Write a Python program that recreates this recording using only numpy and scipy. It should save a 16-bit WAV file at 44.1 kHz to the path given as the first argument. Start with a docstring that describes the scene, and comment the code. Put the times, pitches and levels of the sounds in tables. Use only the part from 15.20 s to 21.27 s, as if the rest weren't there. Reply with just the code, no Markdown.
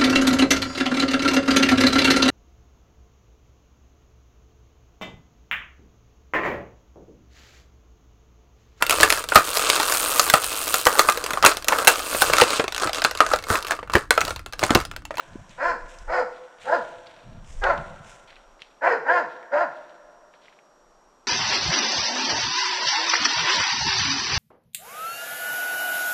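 """A large dog barks seven times on a wooded lake trail: jittered fold pulses and puffs of air excite
gliding mouth resonances and a ringing throat. Near trunks smear each bark and the far shore returns a
long tail, both as sparse random echoes. Dry leaves rustle as dense clicks, twigs snap as ringing ticks,
a finger taps the camera, wind buffets the microphone as low noise, and the camera whines faintly."""
import sys
import numpy as np
from scipy import signal
from scipy.fft import rfft, irfft
from scipy.io import wavfile
from scipy.ndimage import uniform_filter1d

SR = 44100
rng = np.random.default_rng(int(sys.argv[2]) if len(sys.argv) > 2 else 0)


def nominal_scale(level):
    """Amplitude ratio for a level in decibels (scalar or array-like)."""
    x = np.asarray(level, float) / 20
    return 10 ** x


def transcribe(u):
    """Save the signal u as a 16-bit wav file named by the first command-line argument.

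    u: samples, shape (n,) or (channels, n), limited to [-1, 1]; the rate is SR.
    q: integer samples, one column per channel.
    """
    v = np.clip(np.atleast_2d(u).T, -1, 1)
    q = np.round(v * 32767).astype(np.int16)
    wavfile.write(sys.argv[1], SR, q)


N = 267687  # samples in the scene


def evened(x):
    """Normalization: scales to rms 1."""
    return x / np.sqrt(np.mean(x ** 2) + 1e-20)


def read(points, hz):
    """Interpolation of a spectrum on a logarithmic frequency axis."""
    f, value = np.transpose(points)
    return np.interp(np.log(hz + 1), np.log(f + 1), value)


def smooth_twice(x, size):
    """Low-pass filtering by two moving averages in cascade, along the last axis."""
    return uniform_filter1d(uniform_filter1d(x, size=size), size=size)


def add(mix, start, sound):
    """Superposition: adds a sound to the mix from a given sample."""
    part = mix[start:][:len(sound)]
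    part += sound[:len(part)]


def resonate(x, hz, width, order=2):
    """Heterodyne resonance: shifts the curve hz down to zero, smooths, and shifts back, with gain 1."""
    turn = np.exp(2j * np.pi * np.cumsum(hz * np.ones(len(x))) / SR)
    r = np.exp(-np.pi * width / SR)
    low = x / turn
    for _ in range(order):
        low = signal.lfilter([1 - r], [1, -r], low)
    return 2 * (turn * low).real


def band(x, lo_hz, hi_hz, order=3):
    """Band-pass filtering, normalized to rms 1."""
    sos = signal.butter(order, [lo_hz, hi_hz], "bandpass", fs=SR, output="sos")
    return evened(signal.sosfilt(sos, x))


def swells(rows, t, high_power, low_power):
    """Power addition of events, each with a straight rise and an exponential fall; returns two gains."""
    for s, db, rise, fall, other_db in rows:
        since = t - s - rise
        swell = np.where(since < 0, np.clip(1 + since / rise, 0, 1), np.exp(-np.maximum(since, 0) / fall))
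        high_power = high_power + (nominal_scale(db) * swell) ** 2
        low_power = low_power + (nominal_scale(db + other_db) * swell) ** 2
    return np.sqrt(high_power), np.sqrt(low_power)


def background():
    """Spectrally shaped noise for still air and microphone hiss; frequency-modulated sines for the whine."""
    # spectral shape of air and microphone hiss: f/Hz, relative level/dB
    air_spectrum = [(60, -52), (115, -32), (145, -6), (500, 1), (1200, 1), (2200, -16.5), (4200, -19.5),
                    (7500, -19.5), (10000, -35), (13000, -41.5), (16000, -54)]
    # lines of the camera electronics: f/Hz, rms waver/Hz, level/dB
    whine_lines = [(5665, 26, -71), (11330, 70, -89), (12700, 50, -95)]
    air_db = -59
    noise, drift = rng.standard_normal((2, N))
    air = irfft(rfft(noise) * nominal_scale(read(air_spectrum, np.fft.rfftfreq(N, 1 / SR))), N)
    drift = evened(uniform_filter1d(drift, 250))
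    whine = sum(nominal_scale(db) * np.sin(2 * np.pi * np.cumsum(hz + waver * drift) / SR)
                for hz, waver, db in whine_lines)
    return nominal_scale(air_db) * evened(air) + whine


def wind(t):
    """Turbulent pressure at the microphone: low band noise with lumpy thuds and an upper rumble."""
    # gusts: t/s, level/dB, rise/s, fall/s, upper rumble relative to that level/dB
    gusts = [(0.02, -50.5, 0.16, 0.15, 1.5), (.42, -44, 0.081, 0.079, -11.5), (.56, -43, 0.082, 0.055, -17),
             (.72, -37.5, 0.17, 0.074, -22), (1.35, -62, .15, 0.5, 1.5), (2.0, -45, 0.18, 0.092, 1.5),
             (2.22, -33, .19, 0.13, -24.5), (2.45, -41.5, .15, 0.14, 0), (2.95, -60, 0.31, 0.18, -30),
             (4.7, -68, 0.31, 0.09, -26), (5.4, -65, 0.32, 0.37, -27)]
    breeze_db, breeze_upper_db = -78, -88  # between gusts
    thud_db, thud_power = -6.5, 1.8  # relative to the deep rumble of the strongest gust; growth exponent
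    deep_gain, upper_gain = swells(gusts, t, nominal_scale(breeze_db) ** 2, nominal_scale(breeze_upper_db) ** 2)
    deep, upper, lumps, middle = rng.standard_normal((4, N))
    lumps = nominal_scale(3.5 * band(lumps, 3, 20, order=2))
    # the thud grows faster than the gust
    thud_growth = (deep_gain / deep_gain.max()) ** (thud_power - 1)
    thud = nominal_scale(thud_db) * thud_growth * evened(lumps * band(middle, 42, 79, order=3))
    deep_rumble = deep_gain * (band(deep, 13.3, 38.3, order=4) + thud)
    return deep_rumble + upper_gain * evened(lumps * band(upper, 78, 202, order=3))


def leaves_and_treble_tails(t):
    """Shot noise: dense tiny clicks of uneven size over a soft hiss, in a high and a low band."""
    # rustles of dry leaves, and (4.06, 4.5) crackling treble tails after barks:
    # t/s, high band level/dB, rise/s, fall/s, low band over that level/dB
    crackles = [(0, -57, 0.0023, 0.044, 6), (.296, -57.5, 0.0024, 0.11, 4), (.67, -52.5, 0.023, 0.16, -1.5),
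                (1.121, -79, 0.019, 0.13, 21.5), (1.387, -52, 0.04, 0.26, 5),
                (1.858, -81.5, 0.0045, 0.26, 25), (2.221, -53, 0.085, 0.33, -4),
                (2.569, -61.5, 0.007, 0.35, 6), (2.818, -50.5, 0.081, 0.08, -2),
                (3.068, -74, 0.018, 0.099, 19.5), (3.394, -70, 0.011, 0.079, 16), (4.06, -72, .06, .1, 14),
                (4.5, -70, 0.05, 0.2, 10), (5.118, -86.5, 0.033, 0.033, 23), (5.2, -74, 0.043, 0.091, 15.5)]
    stir_db = -61, -88.5  # leaves that stir all along, from start to end
    clump_db = 1.2  # rms swing of the crackle, in clumps of a few hundredths of a second
    stir_power = nominal_scale(np.interp(t, t[[0, -1]], stir_db)) ** 2
    high_gain, low_gain = swells(crackles, t, stir_power, stir_power)
    size, sign, hiss = rng.exponential(1, N), rng.standard_normal(N), rng.standard_normal(N)
    clicks = rng.random(N) < 2500 / SR  # 2500 a second on average
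    crackle = evened(sign * nominal_scale(1.6 * np.minimum(size, 5)) * clicks)
    high = band(crackle + 1.6 * hiss, 4400, 9000, order=2)
    low = band(crackle + .7 * hiss, 1700, 4300, order=2)
    clumps = nominal_scale(clump_db * band(rng.standard_normal(N), 8, 60, order=2))
    return evened(clumps) * (high_gain * high + low_gain * low)


def snaps():
    """Impulse excitation of a damped resonance: each snap is a sharp tick with a short noisy ring."""
    # snaps of twigs and leaves: t/s, peak level/dB, ring f/Hz
    twigs = [(0.106, -55, 2733), (0.1338, -43, 2860), (0.2942, -37, 5370), (0.6664, -43, 1750),
             (0.787, -34, 5910), (1.3856, -45, 2945), (1.8687, -39, 3670), (2.2453, -49, 2850),
             (2.4394, -19.5, 2860), (2.578, -32, 2940), (2.659, -47, 1798), (3.0755, -49, 2320),
             (3.0952, -46, 2132), (3.128, -40, 2100), (3.157, -41, 3100), (3.1649, -37.5, 2080),
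             (3.3937, -44, 2240), (3.4194, -27.5, 2860), (4.2287, -36, 1789), (4.6948, -46, 3300),
             (5.1383, -43, 1842), (5.256, -44, 2770), (5.2822, -39, 1890), (5.3264, -47, 1940),
             (5.3892, -43, 2280)]
    out, t = np.zeros(N), np.arange(4000) / SR
    for (s, db, hz), noise in zip(twigs, rng.standard_normal((len(twigs), len(t)))):
        crack = noise * np.exp(-t / .0006)
        burst = crack + .4 * noise * nominal_scale(-60 * t / .045)
        # bigger snaps crack wider: more of the broad burst beside the ring
        crack_db = -20 + 0.96 * (db + 35)
        tick = resonate(burst, hz, .7 * hz) + nominal_scale(crack_db) * smooth_twice(burst, 3)
        add(out, round(s * SR), nominal_scale(db) * tick / abs(tick).max())
    return out


def knock():
    """Impulse response of a heavily damped body: a finger tap gives one low push in a Gaussian envelope."""
    # taps on the camera body: t/s, peak level/dB, f/Hz
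    taps = [(.153, -27, 280)]
    out, t = np.zeros(N), np.arange(4000) / SR - .005
    for s, db, hz in taps:
        add(out, round(s * SR), nominal_scale(db) * np.cos(2 * np.pi * hz * t) * np.exp(-(t / .0022) ** 2))
    return out


def echo(x, t60s, wait, length):
    """Diffuse reverberation: sparse taps of random sign build up, each band decaying at its own rate."""
    taps = np.zeros(length)
    at = np.arange(0, length - 20, 20)
    taps[at + rng.integers(0, 20, len(at))] = rng.choice([-1., 1.], len(at))
    hz, t, z = signal.stft(taps, SR, nperseg=256)
    z = z * nominal_scale(-60 * t / read(t60s, hz)[:, None]) * (1 - np.exp(-(t / wait) ** 2))
    tail = signal.istft(z, SR, nperseg=256)[1]
    return signal.fftconvolve(x, tail / np.linalg.norm(tail))[:len(x)]


def bark(row, voice, jaw, locked):
    """Source-filter voice: fold pulses and puffs of air pass a moving mouth; the throat rings on its own."""
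    # open-mouth resonances that move with the bark: width/Hz, level/dB
    mouth_modes = [(265, 6.5), (233, 7), (367, 5.5)]
    # steady upper throat resonances: f/Hz, width/Hz, level before the bark's own offset/dB
    upper_modes = [(1910, 445, -5), (2340, 610, -13), (3130, 1700, -36)]
    # breath hiss resonances: f before the size factor/Hz, width/Hz, relative level/dB
    hiss_modes = [(4250, 500, -4), (5000, 550, 0), (7000, 2600, -11)]
    _, attack, voiced, top_db, upper_db = row
    top_hz, top_s, ring_from_hz, ring_to_hz, ring_db = voice
    second_from_hz, third_from_hz, hiss_db, hiss_size = jaw
    release_s = .13
    t = np.arange(0, voiced + release_s, 1 / SR)
    after = np.maximum(t - voiced, 0)  # time since let-go

    # effort: swell, slow tiring (dB/s), release (dB/s)
    swell = np.minimum(t / attack, 1) ** 1.44
    effort = swell * nominal_scale(top_db - 17.5 * np.maximum(t - attack, 0) - 313 * after)

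    # pitch: climbs to the top, settles towards the easy note, drops after let-go (rates in Hz/s)
    settle_hz, settle_s, lowest_hz = 347.5, .035, 141.5
    hz = top_hz - 1400 * np.maximum(top_s - t, 0) - 2800 * after
    hz = hz - (top_hz - settle_hz) * (1 - np.exp(-np.maximum(t - top_s, 0) / settle_s))
    hz = uniform_filter1d(np.maximum(hz, lowest_hz), size=600)

    # the ring slides up into its note and gives way to the folds around the top of the pitch
    ring_hz = ring_from_hz + (ring_to_hz - ring_from_hz) * np.minimum(t / voiced, 1.2)
    ring_hz = ring_hz * (1 - .25 * np.exp(-t / 0.0179))
    ring_db = ring_db - 3.5 * np.exp(-((t - top_s) / 0.023) ** 2)

    # as the jaw opens two resonances glide (Hz/s) and the breath hiss grows (dB/s)
    second_hz, third_hz = second_from_hz + 240 * t, third_from_hz - 200 * t
    hiss_db = hiss_db + 42.5 * np.minimum(t, voiced)

    # the folds lock best from the easy note upwards
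    rough = .9 - (.9 - locked) * np.minimum(hz / settle_hz, 1) ** 3
    draws = rng.standard_normal((SR // 2, 14))[:len(t)].T
    jitter, shimmer, air, ring_air, wander, *flutter = draws
    hz = hz * (1 + .018 * evened(smooth_twice(wander, 500)))
    turns = np.cumsum(hz * (1 + 0.0669 * rough * evened(uniform_filter1d(jitter, 130)))) / SR
    # uneven strength of each partial
    flutter = nominal_scale(2.8 * evened(smooth_twice(flutter, 600)))
    folds = sum(flutter[k - 2] * np.cos(2 * np.pi * k * turns) for k in range(2, 11))
    # pulse strength also wanders over a few cycles
    folds = folds * nominal_scale(2.5 * evened(uniform_filter1d(shimmer, 500)))
    puffs = evened((0.078 + np.exp(-(turns % 1) / 1.03)) * air)
    drive = np.sqrt(1 - rough) * folds + 4 * np.sqrt(rough) * puffs

    centres = 1.157 * ring_hz, second_hz, third_hz
    moving = [(f, w, db) for f, (w, db) in zip(centres, mouth_modes)]
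    upper = [(f, w, db + upper_db) for f, w, db in upper_modes]
    # neighbouring resonances alternate in sign
    mouth = sum((-1) ** k * nominal_scale(db) * resonate(drive, f, w) for k, (f, w, db) in enumerate(moving + upper))
    mouth = band(mouth, 332, 5000, order=3)

    # the ring is a tone that wavers; the throat takes a moment to start ringing
    wobble = evened(resonate(ring_air, ring_hz, 95))
    ring = evened(np.cos(2 * np.pi * np.cumsum(ring_hz) / SR) + .4 * wobble)
    ring = ring * (1 - np.exp(-t / 0.01))

    gape = hiss_size * (0.886 + .1 * hz / hz.max())  # hiss resonances rise and fall with the pitch
    hiss = evened(sum((-1) ** k * nominal_scale(db) * resonate(puffs, f * gape, w)
                      for k, (f, w, db) in enumerate(hiss_modes)))
    throat = nominal_scale(-4) * (mouth + nominal_scale(ring_db) * ring + nominal_scale(hiss_db) * hiss)

    # the fundamental strengthens by 9 dB per octave and outlasts the release
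    first_db = -21 + 9 * np.log2(hz / top_hz) + 231 * after
    fundamental = nominal_scale(first_db) * np.cos(2 * np.pi * turns)
    sound = effort * (throat + fundamental) * np.minimum((t[-1] - t) / .03, 1)
    return signal.sosfilt(signal.butter(4, 105, "highpass", fs=SR, output="sos"), sound)


def dog():
    """Direct sound plus reverberation: all barks with the echoes of near trunks and far shore."""
    # barks, the first ending before the start and heard only as echo:
    # t/s, attack/s, voiced length/s, effort level/dB, offset of the upper throat resonances/dB
    barks = [(-.42, 0.21, .14, -11, -6), (.368, .075, 0.14, -19, 1), (0.869, 0.063, 0.13, -19, 2),
             (1.432, 0.12, 0.12, -15.5, -6.5), (2.41, 0.033, 0.099, -15.5, -0.5),
             (3.608, 0.039, .125, -16, 1), (3.834, 0.077, 0.16, -16, -1.5), (4.306, 0.036, .12, -19.5, -2)]
    # voice of each bark: nominal top pitch f/Hz, reached after t/s, throat ring f at start/Hz,
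    # ring f at let-go/Hz (both before the slide), ring level relative to the mouth before its dip/dB
    voices = [(345.6, .08, 620, 545, -10), (358.3, .1, 570, 490, -11), (374.2, 0.077, 540, 500, -3),
              (365, 0.12, 545, 495, -7), (410.7, 0.02004, 520, 575, -7), (392.6, 0.087, 610, 460, -3.5),
              (369.4, 0.1, 530, 490, -10.5), (342.6, .09, 585, 620, 1.5)]
    # jaw of each bark at its start: second resonance f/Hz, third resonance f/Hz,
    # breath hiss level relative to the mouth/dB, size factor of the hiss resonance frequencies
    jaws = [(935.3, 1550, -23, 2.9), (928, 1507, -29, 1.036), (875, 1400, -28.5, 1.014),
            (884, 1457, -33, 0.996), (887, 1400, -32.5, .9), (935, 1510, -34, 1.02),
            (913, 1554, -35.5, 0.99), (917, 1486, -33.5, .98)]
    # roughness of each bark: share of noise (0-1) from the easy note upwards
    roughness = [.6, .3, .45, .38, .33, .55, .27, .42]
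    # decay among near trunks: f/Hz, t60/s
    trees_t60 = [(250, 0.78), (700, 0.61), (1700, 0.49), (5000, 0.56)]
    # decay from far bank and slope: f/Hz, t60/s
    shore_t60 = [(250, 3.95), (700, 2.57), (1700, 2.43), (5000, 1.42)]
    trees_db, shore_db = -8, -23.5  # relative to the direct bark
    lead = SR // 2  # room for the bark ahead of the start
    direct = np.zeros(N + lead)
    for row, voice, jaw, locked in zip(barks, voices, jaws, roughness):
        add(direct, round(row[0] * SR) + lead, bark(row, voice, jaw, locked))
    trees = nominal_scale(trees_db) * echo(direct, trees_t60, wait=0.0019, length=SR)
    shore = nominal_scale(shore_db) * echo(direct, shore_t60, wait=0.056, length=3 * SR)
    return (direct + trees + shore)[lead:]


def scene():
    """Superposition at a microphone that low-passes the outside sounds; hiss and whine come after."""
    t = np.arange(N) / SR
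    outside = dog() + leaves_and_treble_tails(t) + snaps() + knock() + wind(t)
    housing = signal.butter(4, 8200, fs=SR, output="sos")
    heard = signal.sosfilt(housing, outside) + nominal_scale(-15.5) * outside
    return (heard + background())[None]


def top_cut(x):
    """Nothing passes above the cut-off."""
    return signal.sosfilt(signal.butter(12, 15650, fs=SR, output="sos"), x)


def record(dry):
    """Signal chain: the finished mix passes through the camera."""
    return top_cut(dry)


dry = scene()
out = record(dry)
transcribe(out)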